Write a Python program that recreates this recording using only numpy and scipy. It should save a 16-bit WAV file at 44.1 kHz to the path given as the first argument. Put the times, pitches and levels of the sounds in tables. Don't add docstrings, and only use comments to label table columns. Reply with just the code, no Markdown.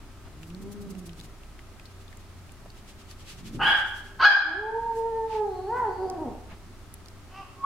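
import sys
import numpy as np
from scipy import signal
from scipy.fft import rfft, irfft, next_fast_len
from scipy.io import wavfile
from scipy.ndimage import uniform_filter1d

SR = 44100
rng = np.random.default_rng(int(sys.argv[2]) if len(sys.argv) > 2 else 0)


def output_pcm(signal):
    pcm = np.clip(np.atleast_2d(signal).T, -1, 1) * 32767
    wavfile.write(sys.argv[1], SR, np.round(pcm).astype(np.int16))


N = 337365
TIME = np.arange(N) / SR
EDGE_HZ = 15900


def yaps():
    first, second = [(3.585, 289.6, 814.5, .09, 13, -11.5, 170, .45, -13.5, 4.5),
                     (4.186, 487, 799.9, .078, 21, -2, 229, .29, -5.5, -0.5)]
    # f/Hz, gain/dB
    first_throat = [(150, -39), (350, -3), (620, -24.5), (860, 9.5), (1150, -3.5), (1600, 11), (1850, -4),
                    (2550, -17), (3200, 6), (3650, -47.5), (4900, -24), (5600, -41), (12000, -48),
                    (15000, -66)]
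    second_throat = [(300, -37.5), (550, -33.5), (800, -15.5), (1100, -5.5), (1650, -2.5), (1820, -21),
                     (2600, -26), (3100, -15), (3600, -28), (4600, -14.5), (5400, -41), (6200, -34),
                     (7500, -65), (12000, -47), (15000, -61.5)]
    return (voice(yap_contour(*first), first_throat, opening=.13, jitter=.08, rasp=.75)
            + voice(yap_contour(*second), second_throat, opening=.06, jitter=.1, rasp=.65))


def yap_contour(start, first_hz, top_hz, swell_s, swell_db, peak_db, fade_db_per_s, top_rough,
                first_bright_db, top_bright_db):
    length_s, attack_s, release_s, mouth_opens_s = .185, .023, .052, .036
    sag_hz_per_s, first_rough = 108, .563
    t = np.arange(0, length_s, .001)
    scoop = np.sin(np.pi / 2 * np.minimum(t / swell_s, 1)) ** 2
    after = np.maximum(t - swell_s, 0)
    pitch = first_hz + (top_hz - first_hz) * scoop - sag_hz_per_s * after
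    gate = np.clip(np.minimum(t / attack_s, (length_s - t) / release_s), .01, 1)
    level_db = peak_db - swell_db * np.maximum(1 - t / swell_s, 0) - fade_db_per_s * after
    rough = first_rough + (top_rough - first_rough) * scoop
    bright_db = np.interp(t, [0, mouth_opens_s], [first_bright_db, top_bright_db])
    return np.transpose([start + t, pitch, level_db + 20 * np.log10(gate), rough, bright_db])


def howl(quaver_hz=17, fry_hz=385.3, break_s=5.78, break_width_s=.074):
    # t/s, f/Hz, level/dB
    melody = [(4.42, 294.5, -37), (4.53, 335, -34.5), (4.6, 422, -30), (4.78, 457, -30),
              (4.92, 458.8, -28.5), (5.18, 450, -26.5), (5.31, 437, -34.5), (5.42, 420.2, -28),
              (5.56, 364.5, -33.5), (5.66, 381.4, -31.5), (5.721, 475, -31), (5.77, 504.6, -28),
              (5.83, 475.2, -29.5), (5.89, 381.3, -32), (5.97, 366.2, -38.5), (6.05, 380.6, -27.5),
              (6.15, 352.4, -34), (6.2, 314.7, -30), (6.3, 214.8, -38), (6.35, 187.7, -46)]
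    # f/Hz, gain/dB
    throat = [(150, 13), (400, 8.5), (620, -2.5), (920, 5), (1080, -13.5), (1300, -24.5), (1800, -24.5),
              (2150, -54.5), (4000, -85), (7000, -101.5)]
    # t/s, length/s, depth/0-1
    cracks = [(5.01, .06, .25), (6.015, .06, .35)]
    at, hz, db = np.transpose(melody)
    t = np.arange(at[0], at[-1], 1 / SR)
    strain = np.exp(-((t - break_s) / break_width_s) ** 2)
    pitch = np.interp(t, at, hz) * (1 + .005 * waver(len(t), quaver_hz))
    fade = signal.windows.tukey(len(t) + 2, .04)[1:-1]
    quaver_db = 1.5 * waver(len(t), quaver_hz)
    level_db = np.interp(t, at, db) + 1.5 * strain + quaver_db + 20 * np.log10(fade)
    fry = np.maximum(1 - pitch / fry_hz, 0)
    rough = .021 + .85 * fry + .14 * strain + .1 * (t > break_s)
    bright_db = 1.8 + 16.5 * strain
    contour = np.transpose([t, pitch, level_db, rough, bright_db])
    return voice(contour, throat, opening=.04, jitter=.14, rasp=.45, cracks=cracks)


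def nose_whistles():
    # start/s, end/s, first f/Hz, last f/Hz, peak/dB
    glides = [(5.42, 5.788, 4110, 4410, -62), (5.807, 6.194, 4265, 4957, -62.5)]
    out = np.zeros(N)
    for start, end, first_hz, last_hz, peak_db in glides:
        progress = np.clip((TIME - start) / (end - start), 0, 1)
        pitch = (first_hz + (last_hz - first_hz) * progress) * (1 + .04 * waver(N, 500))
        tone = np.sqrt(2) * np.sin(2 * np.pi * np.cumsum(pitch) / SR)
        out += amp(peak_db) * np.sin(np.pi * progress) * tone
    return out


def grumbles():
    # start/s, peak/s, end/s, top f/Hz, peak/dB, peak roughness/0-1, brightness/(dB/octave)
    swells = [(.3, .74, 1.3, 203.8, -34.5, 0.14, -2), (3.3, 3.61, 3.7, 235, -35, .55, -11)]
    # f/Hz, gain/dB
    throat = [(100, -3), (200, 3.5), (400, -6), (600, -23.5), (900, -23.5), (1500, -33), (3000, -70)]
    return sum(voice(soft_contour(*row, droop=.27, fade_db=-18.5), throat, jitter=.14, rasp=.97)
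               for row in swells)


def whimper():
    # start/s, peak/s, end/s, top f/Hz, peak/dB, peak roughness/0-1, brightness/(dB/octave)
    swells = [(7.281, 7.386, 7.51, 389, -43, 0.23, 1.5)]
    # f/Hz, gain/dB
    throat = [(380, -29), (780, 2), (1150, 3), (1550, -9.5), (2200, -14), (2500, -8), (2850, -3.5),
              (3700, -31), (5000, -22), (7000, -35)]
    return voice(soft_contour(*swells[0], droop=.08, fade_db=-16), throat, rasp=.56)


def soft_contour(start, peak, end, top_hz, peak_db, rough, bright_db, droop, fade_db):
    t = np.arange(start, end, .002)
    slack = np.sin(np.pi / 2 * np.interp(t, [start, peak, end], [1, 0, 1])) ** 2
    pitch = top_hz * (1 - droop * slack)
    level_db = peak_db + fade_db * slack
    return np.transpose([t, pitch, level_db, rough + .23 * slack, np.full(len(t), bright_db)])


def squeal(rough=.11, bright_db=-16):
    # t/s, f/Hz, level/dB
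    melody = [(7.56, 1073, -56), (7.628, 1115, -35), (7.66, 1126, -7.5)]
    # f/Hz, gain/dB
    throat = [(500, -25), (1120, -7), (2200, -27), (2950, -8), (3600, -29), (7000, -50)]
    return voice([(*point, rough, bright_db) for point in melody], throat, rasp=.46)


def voice(contour, throat, opening=0, jitter=.086, shimmer=.8, rasp=.8, cracks=()):
    at, *columns = np.transpose(contour)
    t = np.arange(at[0], at[-1], 1 / SR)
    pitch, level_db, rough, bright_db = (np.interp(t, at, c) for c in columns)
    rough = np.clip(rough, 0, 1)
    mouth = (pitch / pitch.max()) ** opening
    tremor = .005 * waver(len(t), 22)
    turns = np.cumsum(pitch * (1 + tremor + jitter * rough * waver(len(t), 350))) / SR
    order = np.arange(1, 33)[:, None] / 2
    split = sum(depth * np.exp(-(2 * (t - when) / length) ** 2) for when, length, depth in cracks)
    partials = amp(read(throat, order * pitch / mouth) + bright_db * np.log2(order))
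    partials *= np.where(order % 1, split * (order > 1), 1)
    partials *= (order * pitch < EDGE_HZ) / np.sqrt((partials ** 2).sum(0) / 2)
    folds = (partials * np.cos(2 * np.pi * order * turns)).sum(0)
    folds *= 1 + shimmer * rough * waver(len(t), 250)
    hz, frames, turbulence = signal.stft(rng.standard_normal(len(t)), SR, nperseg=512)
    f0, opened, tilt_db = (np.interp(frames, t - at[0], c) for c in (pitch, mouth, bright_db))
    octaves = np.log2(np.maximum(hz[:, None] / f0, 1))
    colour = amp(read(throat, hz[:, None] / opened) + tilt_db * octaves)
    colour /= np.sqrt((colour ** 2).mean(0))
    air = signal.istft(turbulence * colour, SR, nperseg=512)[1][:len(t)]
    air *= 1 + .31 * np.cos(2 * np.pi * turns)
    blend = ((1 - rough) * folds + rasp * rough * air) / np.hypot(1 - rough, rasp * rough)
    flutter_db = 1.5 * waver(len(t), 28)
    out = np.zeros(N)
    add(out, at[0], amp(level_db + flutter_db) * blend)
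    return out


def sniffs(gap_s=.093, accent_db=2):
    # first/s, last/s, hurry/0-1, first level/dB, last level/dB, sniff length/s, brightness/(dB/octave)
    bouts = [(.43, 0.482, 0, -59, -60, 0.057, 5), (.626, 1.068, .17, -51, -50.5, 0.035, 5),
             (1.186, 1.248, 0, -52.5, -54, 0.055, 1), (1.916, 2.471, 0.1, -59, -64, 0.044, -1),
             (2.781, 3.55, .23, -54.5, -49, 0.078, -2), (3.695, 4.07, 0, -50, -54, 0.11, -1)]
    # centre/s, length/s, level/dB, brightness/(dB/octave)
    puffs = [(0.27, 0.067, -43, -17.5), (3.305, 0.14, -47, -3), (4.982, 0.11, -55, 1.5),
             (5.345, 0.16, -47, -8), (6.52, .08, -44.5, -14)]
    out = np.zeros((2, N))
    for first, last, hurry, first_db, last_db, length, bright_db in bouts:
        count = round((last - first) / gap_s) + 1
        for k, progress in enumerate(np.linspace(0, 1, count)):
            centre = first + (last - first) * (progress + hurry * progress * (1 - progress))
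            db = first_db + (last_db - first_db) * progress - accent_db * (-1) ** k
            add(out, *puff(centre, length, db, bright_db))
    for row in puffs:
        add(out, *puff(*row))
    return out


def puff(centre, length, db, bright_db):
    # f/Hz, gain/dB
    colour = [(400, -28.5), (1200, -6.5), (2800, 5.5), (5000, 3.5), (7500, 1.5), (12000, -3), (16000, -14)]
    t = (np.arange(8192) - 4096) / SR
    swell = np.exp(-(3.06 * t / length) ** 2)
    return centre + t[0], amp(db) * swell * noise(colour, len(t), bright_db)


def clicks(trim_db=-3, skirt_db=-13, rise_s=.0004):
    # t/s, level before trim/dB, ring f/Hz, T60/s
    contacts = [(0.431, -36, 2700, .027), (.501, -40.5, 2780, .03), (1.093, -34.5, 2860, 0.016),
                (1.2, -29.5, 3750, 0.01), (1.211, -32, 3950, 0.012), (1.591, -37, 1980, 0.02),
                (1.797, -33, 2390, 0.012), (1.854, -44, 4300, 0.074), (2.127, -38, 1900, .025),
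                (2.171, -35.5, 7650, 0.011), (2.659, -41, 620, 0.043), (3.112, -32, 4800, 0.0079),
                (6.1, -17, 5350, 0.0028), (6.94, -30, 10500, .016), (7.059, -33, 4480, .009),
                (7.084, -33.5, 4950, .011)]
    out, t = np.zeros((2, N)), TIME[:8192]
    for start, db, hz, t60 in contacts + nibbles():
        colour = [(hz / 6, 2 * skirt_db), (hz / 1.35, skirt_db), (hz, 0),
                  (hz * 1.35, skirt_db), (hz * 4, 2 * skirt_db), (hz * 20, 4 * skirt_db)]
        envelope = (1 - np.exp(-t / rise_s)) * np.exp(-np.log(1000) * t / t60)
        add(out, start, amp(db + trim_db) * envelope * noise(colour, len(t)))
    return out


def nibbles(count=10, span_s=(.4, 3.2), db=-42, spread_db=3, centre_hz=4600, t60=.017):
    return [(np.interp(when, [-1, 1], span_s), db + spread_db * force, centre_hz * 2 ** octaves, t60)
            for when, force, octaves in rng.uniform(-.9, 1, (count, 3))]


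def room(x, wet_db):
    # f/Hz, T60/s
    decay = [(150, 0.36), (500, 0.71), (1600, 0.75), (3200, 0.62), (5000, 0.55), (12000, .35)]
    # f/Hz, left minus right/dB
    lean = [(300, -2.5), (700, -0.5), (1600, 0), (3000, -5), (4400, 7.5), (7000, -4.5)]
    taps = pair(rng.standard_normal((2, SR)) * (rng.random((2, SR)) < .12))
    taps *= TIME[:SR] > .004
    hz, t, bands = signal.stft(taps, SR, nperseg=256)
    lean_db = np.multiply.outer([.5, -.5], read(lean, hz))[..., None]
    decay_db = 60 * t / read(decay, hz)[:, None]
    tail = signal.istft(bands * amp(lean_db - decay_db), SR, nperseg=256)[1]
    mids = abs(rfft(tail[:, :SR]))[:, 300:3000]
    tail /= np.sqrt(np.mean(mids ** 2))
    wet = signal.fftconvolve(x[None], tail, axes=1)[:, :N]
    return (x + amp(wet_db) * wet) / np.sqrt(1 + amp(wet_db) ** 2)


def room_tone(rumble_db=-50, hiss_db=-58):
    # f/Hz, level/dB
    lines = [(26.9, -51.5), (58.5, -56), (91, -54.5), (119, -63), (393, -65.5), (1571, -77.5), (10654, -87)]
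    # f/Hz, relative level/dB
    rumble = [(20, -7), (45, -6), (95, -5.5), (145, -13.5), (215, -12), (290, -14.5), (400, -16),
              (450, -24), (620, -20.5), (900, -23), (1100, -23), (1300, -20), (1550, -38.5), (2100, -55),
              (3500, -100)]
    hiss = [(820, -25), (1400, -6), (1920, -6), (2330, -7.5), (3610, -10.5), (4380, -11), (9320, -16.5),
            (16000, -24.5)]
    hum = np.zeros(N)
    for hz, db in lines:
        level = amp(db) * np.sqrt(2) * (1 + .35 * waver(N, 5))
        hum += level * np.sin(2 * np.pi * hz * TIME + .9 * waver(N, 4))
    return hum + amp(rumble_db) * noise(rumble, N) + amp(hiss_db) * noise(hiss, N)


def noise(colour, size, tilt_db=0):
    padded = next_fast_len(size, True)
    hz = np.fft.rfftfreq(padded, 1 / SR)
    gain = amp(read(colour, hz) + tilt_db * np.log2(1 + hz / 170))
    white = rfft(pair(rng.standard_normal((2, padded))))
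    return unit(irfft(white * gain, padded)[:, :size])


def pair(x):
    # f/Hz, left-right correlation/0-1
    alike = [(30, 0.54), (85, 0.64), (180, 0.79), (400, 0.87), (800, 0.8), (1600, 0.52), (2800, 0.19),
             (5000, 0.048), (12000, .05)]
    spectra = rfft(x)
    shared = read(alike, np.fft.rfftfreq(x.shape[1], 1 / SR))
    mid = spectra[0] * np.sqrt((1 + shared) / 2)
    side = spectra[1] * np.sqrt((1 - shared) / 2)
    return irfft([mid + side, mid - side], x.shape[1])


def waver(size, hz):
    at = np.arange(size) * hz / SR
    return unit(np.interp(at, np.arange(8192), rng.standard_normal(8192)))


def read(points, hz):
    f, value = np.transpose(points)
    return np.interp(np.log(hz + 1), np.log(f + 1), value)


def add(mix, start_s, sound):
    part = mix[..., max(round(start_s * SR), 0):][..., :sound.shape[-1]]
    part += sound[..., :part.shape[-1]]


def amp(db):
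    return 10 ** (np.asarray(db) / 20)


def unit(x):
    return x / np.sqrt(np.mean(x ** 2) + 1e-20)


def scene():
    yapping, howling = yaps(), howl()
    small_calls = grumbles() + whimper() + squeal()
    dog = room(yapping, wet_db=6)
    dog += room(howling + nose_whistles(), wet_db=0)
    dog += room(small_calls, wet_db=-1)
    return dog + sniffs() + clicks() + room_tone()


def record(dry, limit_db=-13, recovery_db_per_s=22, attack_s=.0034):
    power = abs(uniform_filter1d((dry ** 2).mean(0), size=300))
    power_db = 10 * np.log10(power + 1e-12)
    recovery_db = TIME * recovery_db_per_s
    held_db = np.maximum.accumulate(power_db + recovery_db) - recovery_db
    over_db = np.maximum(held_db - limit_db, 0)
    pole = np.exp(-1 / (attack_s * SR))
    ducked = dry / amp(signal.lfilter([1 - pole], [1, -pole], over_db))
    ducked *= signal.windows.tukey(N, .0006)
    lowpass = signal.firwin(511, EDGE_HZ, window=("kaiser", 9), fs=SR)
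    return signal.oaconvolve(ducked, lowpass[None], "same")


dry = scene()
out = record(dry)
output_pcm(out)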